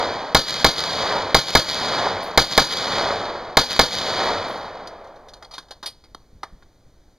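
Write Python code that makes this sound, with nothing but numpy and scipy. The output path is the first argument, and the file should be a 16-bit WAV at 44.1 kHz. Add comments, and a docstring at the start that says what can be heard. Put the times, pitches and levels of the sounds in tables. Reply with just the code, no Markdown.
"""First comes the rolling echo of gunshots, then four quick pairs of shots from a carbine behind a
barricade on an outdoor range. Each blast cracks, barks and overloads the camera, whose gain ducks and
creeps back while the trees and a far bank answer. Spent brass cases tinkle on the ground. At the end
the shooter unloads and works the action with steely clacks, over a faint hush and a light breeze."""
import sys
import numpy as np
from scipy import signal
from scipy.fft import rfft, irfft, next_fast_len
from scipy.io import wavfile
from scipy.ndimage import uniform_filter1d, minimum_filter1d

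SR = 44100
rng = np.random.default_rng(int(sys.argv[2]) if len(sys.argv) > 2 else 0)


def pcm_store(signal):
    """Save signal as 16-bit PCM."""
    levels = np.round(np.clip(np.atleast_2d(signal), -1, 1) * 32767)
    wavfile.write(sys.argv[1], SR, levels.astype(np.int16).T)


N = 316629
LEAD = SR  # samples of run-up before time zero

def amp(db):
    """Turn decibels into a gain."""
    return 10 ** (np.asarray(db) / 20)

def unit(x):
    """Scale a sound to an average (rms) level of 1."""
    return x / np.sqrt(np.mean(x ** 2) + 1e-20)

def along(points, hz):
    """Read a curve of (frequency, value) points on a log frequency axis."""
    f, v = np.transpose(points)
    return np.interp(np.log(hz + 1), np.log(f + 1), v)

def filtered(x, response):
    """Multiply each frequency in x by response(frequency)."""
    size = x.shape[-1]
    padded = next_fast_len(size + SR // 8)
    return irfft(rfft(x, padded) * response(np.fft.rfftfreq(padded, 1 / SR)), padded)[..., :size]

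def humps(rows, depth=1):
    """A filter response of peaks and dips, each given as centre, width and level."""
    return lambda f: np.prod([(c * c - f * f + 1j * f * w * amp(db * depth))
                              / (c * c - f * f + 1j * f * w) for c, w, db in rows], axis=0)

def noise(spectrum, size):
    """Noise with the given tone colour, at level 1."""
    return unit(filtered(rng.standard_normal(size), lambda hz: amp(along(spectrum, hz))))

def add(track, s, sound):
    """Mix a sound in at s seconds."""
    start = LEAD + round(s * SR)
    part = track[start:start + len(sound)]
    part += sound[:len(part)]

def envelope(t, rise, hold, t60):
    """Rise, hold, then fade; t60 is the time to fall by 60 dB. All in seconds."""
    return (1 - np.exp(-(t + 1 / SR) / rise)) * amp(-60 * np.maximum(t - hold, 0) / t60)

def swell(t, arrival, grow_db_per_s, drift_db_per_s):
    """An echo grows until its main body arrives, then drifts slowly in level."""
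    return amp(drift_db_per_s * np.maximum(t - arrival, 0) - grow_db_per_s * np.maximum(arrival - t, 0))

def alike(pattern, share):
    """Noise that partly repeats from shot to shot, since the surroundings stay put."""
    return np.sqrt(share) * pattern + np.sqrt(1 - share) * rng.standard_normal(len(pattern))

def burst(seed, spectrum, outline, passes=3):
    """A short rush of churning air that keeps both its tone colour and its outline in time."""
    colour = amp(along(spectrum, np.fft.rfftfreq(len(seed), 1 / SR)))
    x = seed
    for _ in range(passes):
        phase = np.angle(rfft(x * outline))
        x = irfft(colour * np.exp(1j * phase), len(seed))
        x = x / np.sqrt(np.abs(uniform_filter1d(x ** 2, size=265)) + 1e-20)  # even out the level
    return x * outline

# Tone colours of the breeze and of the outdoor hush: f/Hz, level/dB
BREEZE_TONE = [(15, 0), (45, -1), (100, -11), (200, -21), (600, -36), (3000, -70)]
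HUSH_TONE = [(60, -8), (280, -6), (600, -9), (1000, -17), (2100, -22), (2750, -21), (3300, -23),
             (4300, -20), (5400, -23), (6100, -22), (7500, -31), (11000, -34), (15000, -36)]
def air():
    """A light breeze rumbles on the microphone over a faint hush."""
    return amp(-54.5) * noise(BREEZE_TONE, LEAD + N) + amp(-60.3) * noise(HUSH_TONE, LEAD + N)

# Spent cases landing: t/s, level/dB, t60/s
LANDINGS = [(2.228, -41, .3), (3.25, -58, .4), (4.235, -48, .5), (4.48, -48, .6)]
# The notes a case rings with: f/Hz, level/dB
BRASS_NOTES = [(10720, 4), (12300, -16), (14700, 0)]
# The bright fizz of metal being struck: f/Hz, level/dB
FIZZ_TONE = [(5000, -40), (8300, 0), (10000, 0), (12500, -9), (15000, -16)]
def cases():
    """Empty brass cases tick and ring very high where they land, wavering as they tumble."""
    track, t = np.zeros(LEAD + N), np.arange(SR // 2) / SR
    for s, db, t60 in LANDINGS:
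        ring = sum(amp(level + 2 * rng.standard_normal()) * np.sin(2 * np.pi * (hz + detune) * t)
                   for hz, level in BRASS_NOTES for detune in 60 * rng.standard_normal(size=4))
        tick = amp(-6) * envelope(t, .002, 0, t60=.1) * noise(FIZZ_TONE, len(t))
        add(track, s, amp(db) * (envelope(t, .002, 0, t60) * unit(ring) * .8 + tick))
    return track

def resonant(modes, size):
    """Noise rings a part at its own pitches; each contact favours different ones."""
    gains = amp(2.5 * rng.standard_normal(len(modes))) * (-1) ** np.arange(len(modes))
    response = lambda f: sum(g * amp(db) * 1j * f * w / (c * c - f * f + 1j * f * w)
                             for g, (c, w, db) in zip(gains, modes))
    return unit(filtered(rng.standard_normal(2 * size), response)[size:])

# Clacks of the action and magazine: t/s, knock level/dB, steel level/dB, t60/s, knock pitch/ratio
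GUN_CLACKS = [(4.872, -42, -35, .05, 1), (5.284, -51, -46, .08, 1), (5.335, -48, -39, .05, 1),
              (5.424, -40, -43, .06, 1.3), (5.446, -47, -43, .05, 1.3), (5.51, -49, -46, .22, 1.3),
              (5.536, -45, -38, .14, 1.2), (5.58, -35, -31, .06, 1), (5.708, -36, -33, .06, 1),
              (5.828, -35, -35, .09, 1), (5.859, -38, -26, .1, 1.2), (6.038, -53, -53, .09, 1.3),
              (6.147, -26, -28, .014, .7), (6.431, -25, -33, .04, 1.15), (6.623, -52, -57, .06, 1)]
# Where the gun's body and its steel parts ring: f/Hz, width/Hz, level/dB
BODY_MODES = [(310, 160, -4), (660, 280, 0), (1020, 180, 1), (1600, 330, -2), (2080, 220, -8),
              (2480, 260, -11)]
STEEL_MODES = [(2850, 400, -7), (3300, 110, -2), (3650, 130, 0), (4250, 220, 0), (4880, 200, -1),
               (5800, 500, -10), (6600, 300, -11)]
# Soft, low steps as the shooter turns: t/s, relative level/dB
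FOOTSTEPS = [(6.11, -50), (6.325, -45), (6.348, -45), (6.524, -41), (6.865, -47)]
# Tone colour of a step: f/Hz, level/dB
STEP_TONE = [(20, -3), (45, 0), (100, -12), (200, -16), (500, -35), (2000, -60)]
def handling():
    """Clacks knock the gun's body and rattle its steel; the shooting bay answers and feet shift."""
    track, t = np.zeros(LEAD + N), np.arange(SR // 2) / SR
    loose_parts = [(s, -56, -56, .07, 1) for s in rng.uniform(4.9, 6.2, size=6)]
    for s, knock_db, steel_db, t60, pitch in list(GUN_CLACKS) + loose_parts:
        knock = resonant([(hz * pitch, width, db) for hz, width, db in BODY_MODES], len(t))
        steel = resonant(STEEL_MODES, len(t)) + amp(-18) * noise(FIZZ_TONE, len(t))
        clack = amp(knock_db) * knock + amp(steel_db) * steel
        contact = (1 - np.exp(-t / .0015)) * amp(5 - 60 * t / t60)
        answer = (amp(-18 - 60 * t / .2) + amp(-33 - 60 * t / 1.1)) * (1 - np.exp(-t / .01))
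        add(track, s, clack * (contact + answer * min(t60 / .05, 1)))
    scrape = amp(-32) * envelope(t, .0015, 0, t60=.12) * noise(FIZZ_TONE, len(t))
    add(track, 5.859, scrape)  # steel scrapes brightly on the hardest clack
    for s, db in FOOTSTEPS:
        add(track, s, amp(db + 6) * envelope(t, .004, 0, t60=.12) * noise(STEP_TONE, len(t)))
    return track

# How long each frequency lasts as the air soaks it up: f/Hz, t60/s
AIR_DECAY = [(60, 2.1), (600, 2.3), (1800, 1.8), (4500, 1.4), (6500, 1.35), (12000, 1.05)]
def far_echo(seed, spectrum, outline, lumps_db):
    """Sound scatters off many trunks and slopes; the longer the path, the duller it returns."""
    hz, t, slices = signal.stft(seed, SR, nperseg=1024)
    colour = unit(amp(along(spectrum, hz)))[:, None]
    absorption = amp(-60 * t / along(AIR_DECAY, hz)[:, None])
    tail = signal.istft(slices * colour * absorption, SR, nperseg=1024)[1][:len(seed)]
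    lumps = unit(uniform_filter1d(rng.standard_normal(len(seed)), size=260))
    return tail * outline * amp(lumps_db * lumps)

# Tone colour of the far bank's echo: f/Hz, level/dB
BANK_TONE = [(30, -24), (70, -19), (100, -5), (140, -26), (300, -9), (560, -.5), (1000, -.7), (1500, -5.5),
             (2300, -9), (4500, -17), (8000, -45)]
# Slopes of the bank that stand out: t/s after the shot, half length/s, boost/dB
BANK_SLOPES = [(.42, .02, 2.5), (.515, .035, 4)]
def bank_echo(t, pattern):
    """The far bank and the woods behind it answer late and dull, with one deep boom."""
    slopes_db = sum(db * np.exp(-((t - delay) / width) ** 2) for delay, width, db in BANK_SLOPES)
    # The drift is upward: ever more woods join in and partly make up for what the air soaks up.
    outline = amp(-10.9 + slopes_db) * swell(t, arrival=.44, grow_db_per_s=47, drift_db_per_s=4)
    boom = amp(-37) * np.exp(-((t - .6) / .04) ** 2) * np.sin(2 * np.pi * 97 * t)
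    return far_echo(alike(pattern, .4), BANK_TONE, outline, lumps_db=1.4) + boom

# Tone colour of the echo from the trees: f/Hz, level/dB
TREE_TONE = [(30, -12), (100, -4), (210, 0), (350, -6), (560, -1), (1000, -2), (2100, -2), (3300, 4.7),
             (4900, 6.6), (5600, -4.5), (6900, -6), (8000, -22), (9500, -17), (12000, -19.5), (15000, -27)]
# Sharp echoes from down the range: t/s after the shot, level/dB, decay time/s
SLAP_ECHOES = [(.138, -6, .005), (.148, -7, .004), (.161, -1.5, .0012), (.1945, -5, .002)]
def tree_echo(t, pattern, slap_size):
    """The wall of trees answers abruptly, along with a few sharp slaps from down the range."""
    slaps = np.zeros(len(t))
    for delay, db, decay in SLAP_ECHOES:
        slap = noise(TREE_TONE, slap_size) * np.exp(-t[:slap_size] / decay)
        start = round(delay * SR)
        slaps[start:start + slap_size] += amp(db + 1.5 * rng.standard_normal()) * slap
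    outline = amp(-7.4) * swell(t, arrival=.135, grow_db_per_s=270, drift_db_per_s=-1.2)
    return slaps + far_echo(alike(pattern, .4), TREE_TONE, outline, lumps_db=1.3)

# Tone colours of the scatter in the shooting bay and of the shot's low bark: f/Hz, level/dB
BAY_TONE = [(25, 5), (50, -6), (80, -2), (140, -3), (230, 1.5), (500, 1), (1100, -.5), (2100, -5),
            (3200, 1.5), (4800, 4), (5600, -5), (6600, -5.5), (7900, -21), (9500, -17), (15000, -23)]
BARK_TONE = [(25, -8), (70, -8), (150, -2), (260, -2), (700, -1), (1100, -2), (1650, -4.5), (2300, -7),
             (3200, -26), (9000, -50)]
def bay_echo(t, bay, ground):
    """Sound flutters between the sides of the bay while the bark rolls off over the ground."""
    round_trip_s = .024
    flutter_db = 2 * np.cos(2 * np.pi * t / round_trip_s)
    bay_outline = amp(2.2 + flutter_db) * envelope(t, rise=.005, hold=.026, t60=.22)
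    ground_outline = amp(-9) * envelope(t, rise=.008, hold=.022, t60=.2)
    flutter = burst(alike(bay, .7), BAY_TONE, bay_outline, passes=1)
    return flutter + burst(alike(ground, .7), BARK_TONE, ground_outline, passes=1)

# Tone colour of the shot's sharp crack: f/Hz, level/dB
CRACK_TONE = [(200, -40), (2300, -20), (3000, 0), (4000, 2), (4900, 0), (5600, -8), (6600, -6), (7800, -20),
              (9500, -17), (15000, -15)]
# Slow pressure swings of the blast and its nearest echoes: t/s after the shot, half width/s, level/dB
PRESSURE_SWINGS = [(.0035, .0018, 2), (.0098, .0019, 2), (.006, .008, -4), (.022, .004, -3),
                   (.0405, .002, -5)]
def muzzle_blast(t, crack, bark, thump_db):
    """One blast: a sharp crack, a longer and lower bark, and a thump of air pressure."""
    crack_outline = amp(9.5) * envelope(t, rise=.0005, hold=.0053, t60=.02)
    bark_outline = amp(9.4) * envelope(t, rise=.0005, hold=.0075, t60=.034)
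    blast = burst(alike(crack, .75), CRACK_TONE, crack_outline)
    blast += burst(alike(bark, .75), BARK_TONE, bark_outline)
    for delay, width, db in PRESSURE_SWINGS:
        offset = (t - delay) / width
        blast += amp(db + thump_db) * (1 - offset ** 2) * np.exp(-offset ** 2 / 2)
    return blast

# The shots (the first pair comes before zero, so only its echo is heard): t/s, thump level/dB
SHOT_TIMES = [(-.72, 0), (-.5, 0), (.3465, 1), (.644, 1), (1.3446, 2), (1.5505, 1), (2.3746, 1),
              (2.5763, -4), (3.5697, -4), (3.7915, -2)]
# Pitches that the barricade and the ground boost or cancel: f/Hz, width/Hz, level/dB
BARRICADE_BANDS = [(495, 40, 6), (650, 50, 4), (795, 50, 5), (950, 40, 4), (1005, 60, -7), (1088, 45, 7),
                   (1185, 70, -7), (1275, 35, 7), (1325, 90, -10), (1442, 40, 6), (1490, 70, -8),
                   (1713, 90, 7), (1900, 110, -8), (2146, 65, 9), (2330, 40, 8), (2420, 130, -7),
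                   (3810, 45, 5), (4020, 45, 6), (4145, 50, 5), (4375, 45, 4), (4695, 55, 5), (4875, 55, 7)]
def gunfire():
    """Each shot sets off a blast and its echoes; the barricade colours the nearby sound."""
    muzzle, near, far = np.zeros((3, LEAD + N))
    t, long_t = np.arange(2 ** 14) / SR, np.arange(2 * SR) / SR
    crack, bark, ground, bay = rng.standard_normal((4, len(t)))  # noise patterns all shots share
    trees, bank = rng.standard_normal((2, len(long_t)))
    for s, thump_db in SHOT_TIMES:
        add(muzzle, s, muzzle_blast(t, crack, bark, thump_db))
        add(near, s, bay_echo(t, bay, ground))
        add(far, s, tree_echo(long_t, trees, slap_size=len(t)) + bank_echo(long_t, bank))
    muzzle = filtered(muzzle, humps(BARRICADE_BANDS))
    near = filtered(near, humps(BARRICADE_BANDS, depth=.6))
    return muzzle + near + far

def gain_control(x, limit_db, recover_db_per_s):
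    """A blast makes the camera turn its gain down at once; the gain then creeps back."""
    level_db = 10 * np.log10(np.abs(uniform_filter1d(x ** 2, size=300)) + 1e-12)
    recovery = recover_db_per_s * np.arange(len(x)) / SR
    cut_db = np.maximum.accumulate(np.maximum(level_db - limit_db, 0) + recovery) - recovery
    return x * uniform_filter1d(minimum_filter1d(amp(-cut_db), size=400), size=60)

# Faint left-right spread that widens the treble: f/Hz, level/dB
STEREO_SPREAD = [(100, -70), (500, -42), (1000, -29), (2000, -23), (5000, -22), (8000, -17), (15000, -17)]
def scene():
    """Everything passes the gain control and reaches the left side late; the treble spreads a little."""
    mix = gunfire() + cases() + handling() + air()
    sound = gain_control(mix, limit_db=-3.7, recover_db_per_s=42)[LEAD:]
    scatter = rng.standard_normal(size=200)
    smeared = signal.fftconvolve(sound, scatter / np.linalg.norm(scatter))[:N]
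    spread = filtered(smeared, lambda hz: amp(along(STEREO_SPREAD, hz)))
    left_lag_s = 2.15e-5
    return np.array([filtered(sound, lambda hz: np.exp(side * 1j * np.pi * hz * left_lag_s))
                     + side * spread for side in (-1, 1)])

# Bands the microphone barely hears: f/Hz, width/Hz, level/dB
DEAD_BANDS = [(2730, 680, -32), (5450, 480, -19), (7950, 800, -30), (10900, 600, -22)]
def record(dry):
    """The microphone cancels a few bands and hisses faintly; blasts overload it and the top is cut."""
    x = filtered(dry, humps(DEAD_BANDS)) + amp(-79) * rng.standard_normal(dry.shape)
    x = x / (1 + np.abs(x) ** 8) ** (1 / 8)  # flatten the loudest peaks
    top_hz = 15500
    return filtered(x, lambda hz: 1 / np.sqrt(1 + (hz / top_hz) ** 120))

dry = scene()
out = record(dry)
pcm_store(out)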